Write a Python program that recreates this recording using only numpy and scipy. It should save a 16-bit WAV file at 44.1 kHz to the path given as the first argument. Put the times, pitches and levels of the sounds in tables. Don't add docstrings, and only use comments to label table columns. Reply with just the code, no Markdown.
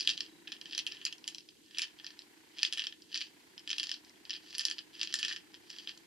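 import sys
import numpy as np
from scipy import signal
from scipy.fft import rfft, irfft
from scipy.io import wavfile
from scipy.ndimage import uniform_filter1d

SR = 44100
rng = np.random.default_rng(int(sys.argv[2]) if len(sys.argv) > 2 else 0)


def wav_record(signal):
    frames = np.transpose(np.atleast_2d(signal))
    bounded = np.clip(frames, -1, 1)
    quanta = np.round(bounded * 32767).astype(np.int16)
    wavfile.write(sys.argv[1], SR, quanta)


N = 267466

# start_s, body_db (drive of the modes), bright_db and top_db (both against body)
KNOCKS = [(0.0003, -33.5, -3, -29), (0.0075, -32.5, 5, -27), (0.028, -39, -1, -24),
          (0.0742, -16.5, -7.5, -26), (0.0851, -29.5, -5, -41), (0.0913, -21.5, -1, -33),
          (0.1007, -27.5, -4, -32), (0.1078, -47, -5, -32), (0.1109, -44, -11, -27), (0.1763, -32, -4, -37),
          (0.2062, -24.5, -6.5, -35), (0.2629, -46, -6, -45), (0.473, -34, -19, -55),
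          (0.4772, -36, -12, -55), (0.5198, -33.5, -5, -29), (0.5247, -41, -2, -31),
          (0.5656, -45.5, -15, -33), (0.6133, -34.5, -7.5, -33), (0.6564, -36, -9, -53),
          (0.678, -50, -7, -46), (0.7104, -40, -8, -51), (0.7244, -36.5, -6, -55), (0.7319, -35, -12, -58),
          (0.7493, -34, 2, -34), (0.7782, -24, -7, -20), (0.7901, -26.5, -2.5, -38),
          (0.7955, -34.5, -4, -36), (0.8663, -26, -12.5, -26), (0.8733, -34.5, -3, -34),
          (0.9163, -37, -14.5, -40), (0.9209, -32.5, -6, -55), (0.9475, -40, -11, -41),
          (0.9687, -39, -13, -53), (1.0144, -36.5, -14, -50), (1.0516, -33.5, 8.5, -9.5),
          (1.0643, -28, -3, -45), (1.1259, -35.5, -8, -24), (1.1817, -61, 11.5, -14),
          (1.2416, -38, -10, -50), (1.2776, -30.5, 1.5, -16), (1.2859, -32.5, -5, -20),
          (1.347, -40.5, 2, -17), (1.3828, -41.5, 2, -25), (1.4062, -49, -3, -44),
          (1.4883, -46.5, -1.5, -36), (1.5057, -57, -4, -41), (1.7469, -38, -17, -56.5),
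          (1.7727, -34.5, -8, -42), (1.7841, -29.5, 3.5, -15), (1.7935, -21, -18, -28),
          (1.8185, -26.5, -0.5, -28), (1.8294, -33, -6, -32), (1.8348, -30.5, -9, -34),
          (1.988, -45, -17, -46), (1.9985, -41.5, -12, -49), (2.0445, -40, 3.5, -54),
          (2.0653, -40.5, 7.5, -42), (2.0738, -44, -14, -48), (2.1043, -47, 4, -38),
          (2.191, -48.5, 7.5, -26), (2.2197, -59, 9, -38), (2.5706, -44, -13, -48), (2.5764, -43, -11, -47),
          (2.5849, -36, -7, -37), (2.5907, -31.5, -7.5, -43), (2.6223, -39, -1, -44),
          (2.6312, -18.5, -6, -25), (2.6498, -26.5, 2, -33), (2.6625, -41, 4, -23), (2.7255, -23, -11, -30),
          (2.7342, -33, 1, -18), (2.7741, -29, -8, -30), (2.7806, -27, -13, -31), (2.7939, -22.5, -9, -36),
          (2.8011, -34, -12, -34), (2.8199, -30, -11, -41), (2.8391, -30, -6, -36), (2.8457, -39, -11, -28),
          (2.8689, -28, -3.5, -32), (2.9248, -38, -9, -52), (3.0204, -59.5, 14.5, -22),
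          (3.1166, -45, -5, -49), (3.122, -47, -7, -46), (3.1278, -36, -7, -52), (3.1435, -30.5, 3, -38),
          (3.1523, -31, -2, -37), (3.1576, -28.5, -3, -29), (3.1632, -37, -10, -40),
          (3.1755, -33.5, 4, -33), (3.2072, -35, -2, -31), (3.2141, -27.5, -3, -42),
          (3.5789, -41.5, -2, -58), (3.5939, -51, -4, -22), (3.6756, -32.5, -9, -31),
          (3.6926, -32, -5, -40), (3.7033, -31, -1, -27), (3.7132, -26.5, -4.5, -32),
          (3.7303, -27, -9, -39), (3.7823, -26, -7, -24), (3.7976, -26, -2.5, -34), (3.8309, -34, -3, -17),
          (3.8381, -35, -1, -30), (3.8697, -41, 4, -30), (3.893, -33.5, 2.5, -28), (3.9151, -28, 3, -37),
          (3.9405, -39.5, 4, -38), (4.0475, -61.5, 14.5, -23), (4.0954, -73, 22.5, -2),
          (4.2524, -43, -4, -48), (4.2955, -31, -1, -50), (4.3057, -30.5, 0, -44), (4.3101, -35.5, -2, -42),
          (4.3316, -38.5, -2, -52), (4.3378, -36, -0.5, -50), (4.3496, -41, -2, -50),
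          (4.3542, -40, -4, -52), (4.364, -41, -5, -52), (4.5058, -47, 4, -35), (4.5278, -38, -9, -34),
          (4.5502, -37, 7.5, -27), (4.5821, -39.5, 11, -2), (4.5942, -35, 7.5, -29), (4.599, -33, -4, -30),
          (4.6085, -39, 4.5, -16), (4.6176, -39, -5, -28), (4.6522, -32, 11, -16), (4.664, -36, -4, -18),
          (4.684, -33.5, -3, -29), (4.6996, -39, 1, -14), (4.7121, -31, -0.5, -34), (4.7202, -44, -4, -26),
          (4.783, -37, -3.5, -43), (4.7889, -36.5, 0, -49), (4.9378, -61, 7, -32), (4.9516, -51, 6.5, -46),
          (4.9951, -43, -4, -49), (5.0019, -52, -7, -51), (5.0135, -23.5, -2.5, -43),
          (5.0312, -26.5, -2, -27), (5.0735, -33.5, -6, -47), (5.1041, -38, -18, -36),
          (5.126, -35.5, 0, -37), (5.1406, -24.5, -1.5, -13), (5.155, -35.5, 2, -28), (5.1889, -43, 8, -18),
          (5.1925, -30.5, -6.5, -16), (5.2293, -23.5, -6, -38), (5.2401, -35, -6, -41),
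          (5.249, -27, -1.5, -24), (5.2711, -48, -8, -40), (5.2821, -33.5, 1, -24), (5.293, -34, -8, -46),
          (5.2995, -42, 0, -31), (5.3118, -34, -12, -28), (5.3252, -33, -4, -28), (5.3321, -42, 2, -25),
          (5.3622, -37.5, -0.5, -28), (5.3673, -42, -5, -32), (5.5425, -42.5, -1, -40),
          (5.5489, -47.5, -5, -44), (5.6975, -54, 4, -17), (5.7018, -43, 2, -26), (5.7294, -53, 1, -29),
          (5.785, -42, 0, -33), (5.8738, -31.5, -11, -52), (5.8847, -46, -2, -34), (5.8925, -38, -5, -52),
          (5.9165, -49, -3, -47), (5.9752, -49.5, 0, -19)]
# pitch_hz, level_db
CASE_MODES = [(1350, -29), (1735, -8.5), (1800, -1.5), (2150, -39), (2400, -13), (2600, -9.5),
              (2800, -13.5), (3000, -2.5), (3250, 0), (3480, -22), (3750, -8.5), (4050, -4), (4380, -5.5),
              (4700, -2.5), (4950, 2), (5200, 4), (5500, -3), (5850, 1), (6300, -1.5), (6800, 5),
              (7400, 6.5), (7950, -1), (8500, 3), (9300, 0.5), (10000, 7), (11000, -11), (12100, -15),
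              (13500, -10), (14900, -11)]
# pitch_hz, t60_s
MODE_RING = [(1350, .015), (1770, .03), (2150, .016), (3200, .012), (5000, .009), (7000, .006),
             (10000, .003), (13500, .003)]
# time_s, level_db (against body)
DEEP_SHARE = [(0, -18.5), (.5, -6), (.72, -14), (1.1, -11.5), (1.4, -23), (1.8, -8.5), (2.6, -12),
              (3.2, -12.5), (3.8, -14), (4.3, -12.5), (4.7, -7.5), (5.05, -12.5), (5.3, -3), (6.06, -10.5)]
# full_speed_start_s, full_speed_length_s, level_db (drive of the modes), bright_db (against level)
ROLLS = [(0, .12, -74, 3.5), (0.197, 0.048, -85, -1), (0.52, .03, -85.5, -3), (0.718, 0.042, -79.5, 3),
         (0.945, 0.12, -78.5, -7), (1.29, .03, -89.5, 5), (1.777, 0.029, -71.5, -9.5),
         (1.986, 0.2, -90, -2), (2.636, .03, -73.5, -1), (2.744, 0.082, -77, -6), (3.164, 0.073, -78, 1.5),
         (3.713, 0.22, -81.5, 3.5), (4.304, 0.058, -87, 2), (4.471, 0.098, -82.5, 5.5),
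         (4.592, .12, -81, 5), (5.005, 0.03, -74.5, -3.5), (5.13, .17, -76, 4.5), (5.544, 0.018, -93, -4),
         (5.694, 0.21, -85, 4)]
# pitch_hz, left_minus_right_db
PORT_BALANCE = [(700, -2), (1290, 10.5), (1800, 3.5), (2400, -1.5), (4400, -1), (6500, 1.5), (8500, -3.5),
                (11000, -13), (15000, 1)]
# pitch_hz, left_lead_rad
PORT_PHASE = [(500, -1.5), (1200, -0.95), (3000, -1.04), (3600, 0.4), (5900, -1.1), (7700, -2),
              (10000, -0.8), (13000, 1.5)]
# (per Hz, relative)
WHIRR_SPECTRUM = [(500, -12.5), (700, -1), (1000, 1.5), (1200, -6.5), (1550, 0.5), (2100, 2), (2700, -2.5),
                  (4000, -17.5)]
# from_s, to_s, level_db (change)
WHIRR_DROPS = [(1.37, 1.854, -8), (2.9, 3.297, -6)]
# (per Hz, relative)
ROOM_TONE_SPECTRUM = [(15, -63), (25, -10), (43, -23.5), (225, -5), (265, -5.5), (312, 5), (378, -3),
                      (537, -14), (1320, -67), (2670, -16.5), (4350, -13.5), (5400, -18), (7480, -17.5),
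                      (14000, -26.5), (16400, -45)]
# time_s, level_db (change)
DRONE_SWELL = [(0, 7.5), (.4, 3.5), (.8, 4), (1.5, 0.5), (2.5, -0.5), (3.5, 0.5), (4.5, 1.5), (5.3, 2.5),
               (6.06, 1)]
# pitch_hz, correlation (-1 to 1)
LIKENESS = [(60, 0.99), (130, 0.052), (290, 0.65), (640, 0.039), (15000, 0.041)]

DEEP_HZ, BODY_HZ, BRIGHT_HZ, TOP_HZ = 1800, 2700, 5000, 8800
DEEP_PER_BRIGHT, DEEP_PER_LEVEL, USUAL_KNOCK_DB = 0.22, -0.058, -42.5
ROLL_RISE_DB_PER_S, ROLL_FALL_DB_PER_S, REST_DB = 186, 190, -99
TICKS = 360
TICK_DB, TICK_SPREAD_DB = 28.5, 4.5
TICK_BRIGHT_DB, TICK_TOP_DB, TICK_COLOUR_DB = -4, -36, 5
RATTLE_TOP_DB = 9
ROOM_T60_S, WALL_CUT_HZ = 0.21, 9000
WHIRR_DB, DROP_EDGE_S = -66.5, .07
THROB_PER_S = 30
PIPS_FROM_S, PIP_DB, PIP_LOSS_DB = .2933, -91.5, 1.5
ROOM_TONE_DB = -63.5
CUTOFF_HZ = 16300


def from_db(db):
    return 10 ** (np.asarray(db) / 20)


def rms_one(x):
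    return x / np.sqrt(np.mean(x ** 2) + 1e-20)


def at_hz(points, hz):
    points = np.array(points)
    return np.interp(np.log(hz), np.log(points[:, 0]), points[:, 1])


def ring(clicks, hz, t60):
    r = from_db(-60 / (t60 * SR))
    w = 2 * np.pi * hz / SR
    return signal.lfilter([0, np.sin(w)], [1, -2 * r * np.cos(w), r * r], clicks + 1e-18)


def knocks(roll_db):
    at = rng.integers(0, N, TICKS)
    chance = rng.standard_normal((TICKS, 3))
    tick_db = roll_db[at] + TICK_DB + TICK_SPREAD_DB * chance[:, 0]
    tick_colour_db = [TICK_BRIGHT_DB, TICK_TOP_DB] + TICK_COLOUR_DB * chance[:, 1:]
    ticks = np.c_[at / SR, tick_db, tick_colour_db]
    start_s, body_db, bright_db, top_db = np.r_[KNOCKS, ticks].T
    deep_db = np.interp(start_s, *np.transpose(DEEP_SHARE))
    deep_db += DEEP_PER_BRIGHT * bright_db + DEEP_PER_LEVEL * (body_db - USUAL_KNOCK_DB)
    return start_s, body_db, deep_db, bright_db, top_db


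def rolling():
    t = np.arange(N) / SR
    runs = []
    for start_s, length_s, level_db, _ in ROLLS:
        rise_db = ROLL_RISE_DB_PER_S * np.maximum(start_s - t, 0)
        fall_db = ROLL_FALL_DB_PER_S * np.maximum(t - start_s - length_s, 0)
        runs.append(level_db - rise_db - fall_db)
    bright_db = np.array(ROLLS)[np.argmax(runs, axis=0), 3]
    return np.maximum(np.max(runs, axis=0), REST_DB), bright_db


def patter(per_s, spread_db):
    sizes = from_db(spread_db * np.minimum(rng.exponential(1, N), 4)) * rng.choice([-1, 1], N)
    return rms_one(sizes * (rng.random(N) < per_s / SR))


def case(scatter_db, spread_s, rattle_db, rattle_t60):
    roll_db, roll_bright_db = rolling()
    start_s, body_db, deep_db, bright_db, top_db = knocks(roll_db)
    grit = patter(per_s=2600, spread_db=3.5)
    chance = rng.standard_normal((len(start_s), len(CASE_MODES)))
    chance -= uniform_filter1d(chance, size=9, axis=1)
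    late = rng.random((len(start_s), len(CASE_MODES)))
    fade = from_db(-60 / (rattle_t60 * SR))
    anchors = np.log([DEEP_HZ, BODY_HZ, BRIGHT_HZ, TOP_HZ])
    out = np.zeros(N)
    for k, (hz, level_db) in enumerate(CASE_MODES):
        deep, _, bright, top = [np.interp(np.log(hz), anchors, row) for row in np.eye(4)]
        colour_db = deep * deep_db + bright * bright_db + top * top_db
        arrival_s = start_s + spread_s * (1 + 1.5 * top) * late[:, k]
        at = np.clip(np.round(arrival_s * SR).astype(int), 0, N - 1)
        blows = np.zeros(N)
        np.add.at(blows, at, from_db(body_db + colour_db + scatter_db * chance[:, k]))
        dying = signal.lfilter([0, 1], [1, -fade], blows + 1e-18)
        rattle_level = from_db(rattle_db + RATTLE_TOP_DB * top) * dying
        roll_level = from_db(roll_db + roll_bright_db * bright - 8.8 * deep - 18.3 * top)
        mode_grit = np.roll(grit, k % 5 * 3)
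        shaken = blows * (-1) ** k + (rattle_level + roll_level) * mode_grit
        band = [hz / 1.56, min(hz * 1.535, SR / 2.2)]
        soft = signal.butter(2, band, "band", fs=SR, output="sos")
        ringing = ring(shaken, hz, at_hz(MODE_RING, hz))
        out += from_db(level_db) * signal.sosfilt(soft, ringing)
    return out


def ports(x):
    hz = np.arange(1, N // 2 + 2) * SR / N
    left = from_db(at_hz(PORT_BALANCE, hz) / 2) * np.exp(.5j * at_hz(PORT_PHASE, hz))
    return irfft(rfft(x) * [left, 1 / left], N)


def room(x):
    out = np.zeros((2, N))
    dull = np.exp(-2 * np.pi * WALL_CUT_HZ / SR)
    lags_ms = np.array([4.3, 5.1, 7.7, 8.9, 11.3, 12.7, 16.1, 17.9, 21.1, 23.3, 28.7, 31.9])
    for k, lag in enumerate((lags_ms * SR / 1000).astype(int)):
        loop, state = x.copy(), [0.]
        gain = from_db(-60 * lag / SR / ROOM_T60_S)
        for i in range(lag, N, lag):
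            back, state = signal.lfilter([gain * (1 - dull)], [1, -dull], loop[i - lag:i], zi=state)
            loop[i:i + lag] += back[:N - i]
        out[k % 2] += (loop - x) * (-1) ** (k // 2)
    return out


def coloured_noise(spectrum):
    hz = np.arange(1, N // 2 + 2) * SR / N
    mid, side = rfft(rng.standard_normal((2, N)))
    alike = np.clip(at_hz(LIKENESS, hz), -1, 1)
    pair = np.sqrt(1 + alike) * mid + np.sqrt(1 - alike) * side * [[1], [-1]]
    return rms_one(irfft(pair * from_db(at_hz(spectrum, hz)), N))


def throb(depth_db, lag_turns):
    t = np.arange(N) / SR
    turns = THROB_PER_S * t - lag_turns - (t < 1.6) / 2
    return from_db(depth_db * np.cos(2 * np.pi * turns))


def whirr(depth_db):
    t = np.arange(N) / SR
    beats = np.arange(6)
    clicks = np.zeros(N)
    pips_at = ((PIPS_FROM_S + beats / THROB_PER_S) * SR).astype(int)
    clicks[pips_at] = from_db(PIP_DB - PIP_LOSS_DB * beats)
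    pips = ring(ring(clicks, 3900, .03), 3900, .03)
    level_db = np.full(N, WHIRR_DB)
    for from_s, to_s, change_db in WHIRR_DROPS:
        inside_s = np.minimum(t - from_s, to_s - t)
        level_db += change_db * np.clip(inside_s / DROP_EDGE_S + .5, 0, 1)
    noise = throb(depth_db, lag_turns=0.19) * coloured_noise(WHIRR_SPECTRUM)
    return from_db(level_db) * noise + pips


def room_tone(depth_db):
    side_gain = from_db([[-.5], [.5]])
    tone = from_db(ROOM_TONE_DB) * coloured_noise(ROOM_TONE_SPECTRUM) * side_gain
    low = signal.sosfiltfilt(signal.butter(2, 480, fs=SR, output="sos"), tone)
    hiss = tone - low
    swell_db = np.interp(np.arange(N) / SR, *np.transpose(DRONE_SWELL))
    return hiss + low * from_db(swell_db) * throb(depth_db, lag_turns=0.37)


def scene():
    toy = case(scatter_db=3.5, spread_s=.0003, rattle_db=-34.0, rattle_t60=0.082)
    echoes = from_db(-17.5) * room(toy)
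    return ports(toy) + echoes + whirr(depth_db=3.8) + room_tone(depth_db=1.75)


def record(dry):
    dry = signal.sosfilt(signal.butter(3, 42, "high", fs=SR, output="sos"), dry)
    return signal.sosfilt(signal.cheby2(12, 70, CUTOFF_HZ, fs=SR, output="sos"), dry)


dry = scene()
out = record(dry)
wav_record(out)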